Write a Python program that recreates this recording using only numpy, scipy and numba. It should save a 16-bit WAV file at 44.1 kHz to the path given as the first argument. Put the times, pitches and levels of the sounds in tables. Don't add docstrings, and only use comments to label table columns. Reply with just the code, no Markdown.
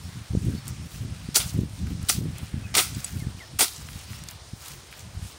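import sys
import numpy as np
from scipy import signal
from scipy.fft import rfft, irfft
from scipy.io import wavfile
from scipy.ndimage import uniform_filter1d
from numba import njit

SR = 44100
rng = np.random.default_rng(int(sys.argv[2]) if len(sys.argv) > 2 else 0)


def volts(x):
    e = np.asarray(x, float) / 20
    return 10 ** e


def file_out(sig):
    cols = np.atleast_2d(sig).T
    lim = np.clip(cols, -1, 1)
    pcm = np.round(lim * 32767).astype(np.int16)
    wavfile.write(sys.argv[1], SR, pcm)


N = 237431
T = np.arange(N) / SR


# start_s, level_db, tilt_db_per_octave, ring_hz, thud_db (against the tearing), t60_s
STEM_CUTS = [(1.3435, -16, 0.2, 4960, -33, 0.34), (1.354, -4.5, 2.2, 7000, -26, 0.087),
             (1.358, -3, 2.5, 5030, -22.5, 0.082), (1.3663, -4, 3.5, 9400, -13.5, 0.11),
             (1.401, -16, -1, 3280, -17, 0.17), (2.0853, -14, 2, 4020, -32, 0.11),
             (2.0912, -2, 1.5, 7600, -28, 0.049), (2.0963, -2, -0.5, 4930, -19.5, 0.038),
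             (2.102, -10.5, 4.5, 4970, -30, 0.19), (2.7405, -18, -3, 5400, -11, 0.56),
             (2.7506, -1.5, -1.3, 3470, -21, 0.042), (2.755, -10, 7, 4500, -20, 0.044),
             (2.766, -6.5, 7, 8550, -12, 0.24), (2.771, -10, -1, 2000, -22, 0.19),
             (2.7797, -3.5, 0, 3900, -15, 0.074), (2.7883, -9, -4.5, 3000, -19, 0.092),
             (2.797, -11, 2.3, 1510, -9, 0.21), (3.588, -12, 1, 9000, -41, .05),
             (3.5907, -7.5, -0.3, 12400, -17, 0.21), (3.6065, -4.5, -1.5, 8900, -8.5, 0.12),
             (3.616, -5.5, 7, 9000, -21, 0.13), (3.623, -10.5, -1, 5000, -8, 0.15),
             (3.644, -20.5, .6, 5030, -5.5, 0.1)]
# pitch_hz, level_db (per Hz)
TEARING_COLOUR = [(290, -19), (500, -14), (988, -8), (1400, 2), (1720, -14.5), (1980, 0), (2980, -1),
                  (3440, 1), (9220, -1), (12500, -6), (14900, -4.5), (16000, -1.5)]
# pitch_hz, width_hz, level_db
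STEM_MODES = [(264, 150, -2), (380, 140, 8.5), (730, 210, 7.5), (1350, 370, 0), (1900, 220, -1)]
# pitch_hz, level_db, t60_s
BLADE_MODES = [(3350, -23, 0.024), (4180, -6.5, 0.027), (4760, -3, 0.067), (5870, -21, 0.016),
               (6790, 1, 0.04), (7860, 3.5, 0.04), (8800, 4.5, 0.019), (9730, -6, 0.023)]


def slashes():
    out, t = np.zeros(N), T[:SR // 4]
    rise = 1 - np.exp(-t / 0.00072)
    for start_s, level_db, tilt_db, ring_hz, thud_db, t60_s in STEM_CUTS:
        grains = crackle(len(t), spread_db=2.5)
        fibres = colour(grains, TEARING_COLOUR, tilt_db)
        fibres = fibres + 1.4 * band(fibres, ring_hz, 0.3 * ring_hz)
        fibres = patchy(fibres, 400, spread_db=1.3)
        shaken_blade = sum(band(fibres, hz, 8 / blade_t60_s) for hz, _, blade_t60_s in BLADE_MODES)
        fibres = unit(fibres + 0.17 * shaken_blade)
        tearing = fibres * volts(-60 * t / t60_s) / 3
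        blow = grains * volts(-60 * t / 0.054)
        thud = sum(volts(mode_db) * band(blow, hz, width_hz) for hz, width_hz, mode_db in STEM_MODES)
        thud = volts(thud_db) * thud / np.abs(thud).max()
        add(out, start_s, volts(level_db) * rise * (tearing + thud))
    return out


# start_s, peak_db, tilt_db_per_octave
BLADE_TOUCHES = [(2.9485, -26, -5), (3.045, -13.5, 12)]


def tinks():
    out, t = np.zeros(N), T[:SR // 10]
    for start_s, peak_db, tilt_db in BLADE_TOUCHES:
        ring = 0
        for hz, mode_db, t60_s in BLADE_MODES:
            tilted_db = mode_db + tilt_db * np.log2(hz / 8000)
            ring = ring + volts(tilted_db - 60 * t / t60_s) * np.sin(2 * np.pi * hz * t)
        add(out, start_s, volts(peak_db) * ring / np.abs(ring).max())
    return out


# pitch_hz, level_db (per Hz)
LEAF_COLOUR = [(410, -38), (700, -4), (910, -8), (1330, -2.5), (1820, -7.5), (2490, -4), (6650, -3.5),
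               (15000, -10.5), (16000, -3)]
# (added above 4 kHz, taken below)
LEAF_STIRS = [(0.01, 0.12, -58, 4), (0.166, 0.093, -52.5, -4.5), (0.395, 0.16, -52.5, -0.5),
              (0.528, 0.024, -46.5, -2.5), (.67, .03, -44.5, -2.5), (0.854, .06, -49, .6),
              (.94, 0.043, -46, 1.5), (1.103, 0.17, -51, -4.5), (1.87, 0.054, -48.5, -2),
              (2.02, 0.017, -48, -5), (2.36, 0.076, -45.5, -4.5), (2.64, 0.037, -59, -12),
              (2.968, 0.14, -42, 1.2), (3.144, 0.073, -47.5, .6), (3.256, 0.045, -51, -5.5),
              (3.395, .07, -54, -8), (3.885, 0.15, -45.5, -0.5), (4.097, 0.079, -45.5, -0.5),
              (4.286, 0.025, -45.5, -2.5), (4.624, 0.09, -41, 0.6), (4.924, .07, -49.5, -0.5),
              (5.235, 0.065, -51, 2.5)]
# (added above 4 kHz, taken below)
LEAF_FALLS = [(1.4, -32, 0.61, .3), (2.12, -31.5, .3, 2), (2.81, -34, 0.68, 0), (3.65, -38, 0.99, 2.5)]


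def rustle():
    rise_db_per_s, fade_db_per_s, still_db = 402, 210, -57.5
    fleck_shape = volts(3.5 - 60 * T[:SR // 20] / 0.0094)
    flecks = signal.fftconvolve(scatter(90, spread_db=7), fleck_shape)[:N]
    grains = crackle(N, spread_db=3.0) * (volts(0.43 * walk(200)) + flecks)
    leaves = patchy(colour(grains, LEAF_COLOUR), 70, spread_db=2.5)
    low = signal.sosfilt(signal.butter(2, 4000, fs=SR, output="sos"), leaves)
    high = leaves - low

    moves = [(still_db + 2.5 * walk(16), 0)]
    for start_s, length_s, level_db, treble_db in LEAF_STIRS:
        moves.append((held_db(start_s, length_s, level_db, rise_db_per_s, fade_db_per_s), treble_db))
    for start_s, level_db, t60_s, treble_db in LEAF_FALLS:
        moves.append((held_db(start_s, 0, level_db, rise_db_per_s, 60 / t60_s), treble_db))

    def gain(sign):
        return np.sqrt(sum(volts(2 * (db + sign * treble_db)) for db, treble_db in moves))

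    return low * gain(-1) + high * gain(1)


# start_s, peak_db, pitch_hz (centre)
TWIG_SNAPS = [(0.6559, -33, 6900), (0.6802, -18, 8700), (0.688, -28, 8300), (1.7913, -33, 5170),
              (2.0291, -27, 9500), (2.383, -25, 9000), (3.6687, -26, 9480), (3.8877, -27, 1700),
              (3.932, -31, 3410), (3.9918, -30, 5990), (4.1322, -30.5, 1980), (4.2377, -24.5, 7030),
              (4.2869, -19.5, 5730), (4.3105, -24.5, 9820), (4.927, -29.5, 2410), (4.938, -35, 2100),
              (4.9941, -28.5, 6500), (5.0064, -35, 5020)]


def snaps():
    out, t = np.zeros(N), T[:SR // 10]
    for start_s, peak_db, hz in TWIG_SNAPS:
        burst = 0.16 * rng.standard_normal(len(t)) * volts(-60 * t / 0.015)
        burst[0] = 1
        burst[int(.001 * SR)] = -.4
        snap = band(band(burst, hz, 1.15 * hz), hz, 1.0 * hz)
        add(out, start_s, volts(peak_db) * snap / np.abs(snap).max())
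    return out


# start_s, length_s, level_db
WIND_GUSTS = [(0.055, 0.065, -35), (0.158, 0.051, -31.5), (0.343, .21, -26.5), (0.681, 0.18, -31),
              (1.04, 0.063, -28), (1.216, 0.11, -33.5), (1.394, 0.062, -31), (1.561, 0.083, -25),
              (1.792, .12, -28.5), (1.93, .11, -33.5), (2.168, 0.13, -28), (2.404, 0.023, -31.5),
              (2.537, 0.048, -29), (2.604, 0.061, -33.5), (2.864, 0.12, -30.5), (3.122, 0.22, -31.5),
              (3.536, 0.024, -34.5), (3.794, .18, -37.5), (4.118, 0.14, -35), (4.538, 0.027, -38),
              (4.694, 0.088, -41.5), (5.008, 0.24, -36.5)]
# time_s, level_db
BREEZE = [(0, -38.5), (2.8, -36.5), (3.6, -45.5), (5.38, -46.5)]
# time_s (lowest pressure), depth_db, width_ms
SUCTION_THUMPS = [(0.31, -14.5, 4.5), (0.352, -9.5, 1.57), (0.374, -8, 2.9), (0.431, -19, 3.4),
                  (0.447, -19, 2.8), (0.497, -14.5, 3.6), (1.125, -19, 4.1), (1.29, -16.5, 2.36),
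                  (1.575, -31, 2.5), (1.591, -8.5, 2.13), (1.635, -14, 2.15), (1.845, -13.5, 5.1),
                  (1.875, -18.5, 4.3), (2.039, -15.5, 3.5), (2.216, -22, 1.6), (2.257, -18, 1.83),
                  (2.433, -18, 3.3), (2.543, -13.5, 2.75), (3.169, -18.5, 3.2), (3.225, -19, 2.5),
                  (3.271, -17, 3), (3.96, -18.5, 4.7), (4.536, -21, 2.84), (5.175, -16.5, 5.6),
                  (5.229, -19.5, 4.9), (5.26, -24, 4.6)]


def wind():
    rise_db_per_s, fade_db_per_s = 254, 200
    gusts = [held_db(*gust, rise_db_per_s, fade_db_per_s) for gust in WIND_GUSTS]
    breeze = np.interp(T, *np.transpose(BREEZE))
    gust_db = np.max(gusts + [breeze], axis=0)
    edge_hz = np.clip(115 * volts(0.29 * (gust_db + 41)), 30, 600)
    speed = glide_low(glide_low(rng.standard_normal(N), edge_hz), edge_hz)
    speed = unit(speed / np.sqrt(edge_hz))
    eddies = unit(speed - 0.21 * speed ** 2) * volts(gust_db + 3.27 * walk(30))
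    buffets = scatter(25, spread_db=6) * volts(gust_db + 4.5)
    eddies += signal.fftconvolve(buffets, dip(3.47), "same")
    for time_s, depth_db, width_ms in SUCTION_THUMPS:
        add(eddies, time_s - .02, volts(depth_db) * dip(width_ms))
    return eddies


# start_s, end_s, start_hz, end_hz, level_db (rms, before fades and flicker)
BIRD_WHISTLES = [(0, .1, 5250, 5650, -61), (.53, 0.754, 5140, 5760, -62), (0.539, .61, 4320, 4600, -56),
                 (.77, 0.903, 4920, 5950, -60), (1.238, 1.35, 4400, 5490, -59.5),
                 (2.634, 2.673, 2600, 2470, -52), (3.2, 3.229, 2240, 1980, -47),
                 (3.228, 3.249, 1830, 1720, -51.5), (3.398, 3.43, 2225, 1850, -47.5),
                 (3.43, 3.455, 1790, 1750, -49), (3.41, 3.528, 5070, 5444, -57.5),
                 (4.021, 4.266, 4310, 6120, -57), (4.48, 4.6, 4800, 5870, -62)]


def birds():
    out, tremble = np.zeros(N), 1 + .008 * walk(150)
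    for start_s, end_s, start_hz, end_hz, level_db in BIRD_WHISTLES:
        hz = np.linspace(start_hz, end_hz, int((end_s - start_s) * SR))
        hz = hz * tremble[int(start_s * SR):][:len(hz)]
        whistle = np.sqrt(2) * np.sin(2 * np.pi * np.cumsum(hz) / SR)
        fades = signal.windows.tukey(len(hz), .5)
        add(out, start_s, volts(level_db) * fades * whistle)
    return out * volts(3.5 * walk(90))


# pitch_hz, level_db (per Hz)
FOLIAGE_COLOUR = [(180, -12), (300, -2), (603, -4), (1170, -5), (2980, -6.5), (3580, -6), (5340, -7),
                  (7570, -12.5), (8940, -11), (12100, -27.5), (15000, -25), (16000, -34)]


def field():
    hiss = colour(rng.standard_normal(N), FOLIAGE_COLOUR)
    return patchy(hiss, 12, spread_db=1.7) * volts(-49.5)


def unit(x):
    return x / np.sqrt(np.mean(x ** 2) + 1e-18)


def colour(x, points, tilt_db=0.):
    octave = np.log2(np.maximum(np.fft.rfftfreq(len(x), 1 / SR), 20))
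    hz, db = np.transpose(points)
    gain_db = np.interp(octave, np.log2(hz), db) + tilt_db * (octave - np.log2(4000))
    return unit(irfft(rfft(x) * volts(gain_db), len(x)))


def band(x, hz, width):
    return signal.lfilter(*signal.iirpeak(min(hz, .4 * SR), hz / width, fs=SR), x)


def patchy(x, rate, spread_db):
    spectrum, octave = rfft(x), np.log2(np.fft.rfftfreq(len(x), 1 / SR) + 1)
    out = 0
    for centre in np.arange(8, 15, 2 / 3):
        share = np.clip(1 - np.abs(octave - centre) * 3 / 2, 0, 1)
        out = out + irfft(spectrum * share, len(x)) * volts(spread_db * walk(rate, size=len(x)))
    return unit(out)


def walk(rate, size=N):
    k = max(int(SR / rate), 2)
    steps = np.repeat(rng.standard_normal(size // k + 1), k)
    return unit(uniform_filter1d(uniform_filter1d(steps, k), k)[:size])


def crackle(size, spread_db):
    chance = rng.random((2, size))
    return np.sign(chance[0] - .5) * volts(-spread_db * np.log(chance[1] + 1e-4))


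def scatter(per_s, spread_db):
    chance = rng.random((2, N))
    return (chance[0] < per_s / SR) * volts(spread_db * (2 * chance[1] - 1.5))


def held_db(start, length, db, rise_db_per_s, fade_db_per_s):
    before_s, after_s = np.maximum(start - T, 0), np.maximum(T - start - length, 0)
    return db - rise_db_per_s * before_s - fade_db_per_s * after_s


def dip(width_ms):
    ms = (T[:SR // 25] - .02) * 1000
    x = (ms / (0.75 * width_ms)) ** 2
    return (0.84 * x - 1) / (1 + 0.7 * x) ** 2.06


@njit
def glide_low(x, hz):
    y, b, l = np.empty(len(x)), 0., 0.
    for i in range(len(x)):
        g = np.tan(np.pi * hz[i] / SR)
        v = (b + g * (x[i] - l)) / (1 + g * (g + 1.4))
        low = l + g * v
        b, l, y[i] = 2 * v - b, 2 * low - l, low
    return y


def add(out, s, sound):
    i = int(s * SR)
    out[i:i + len(sound)] += sound[:N - i]


def scene():
    near = slashes() + rustle() + snaps() + tinks()
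    return (near + birds() + wind() + field())[None]


def top_cut(x):
    return signal.sosfilt(signal.butter(12, 16660, fs=SR, output="sos"), x)


def record(dry):
    x = signal.sosfiltfilt(signal.butter(2, 63, "high", fs=SR, output="sos"), dry)
    x = x + 0.32 * band(x, 9200, 1340)
    x = signal.sosfilt(signal.ellip(8, .2, 60, 15600, fs=SR, output="sos"), x)
    return top_cut(x)


dry = scene()
out = record(dry)
file_out(out)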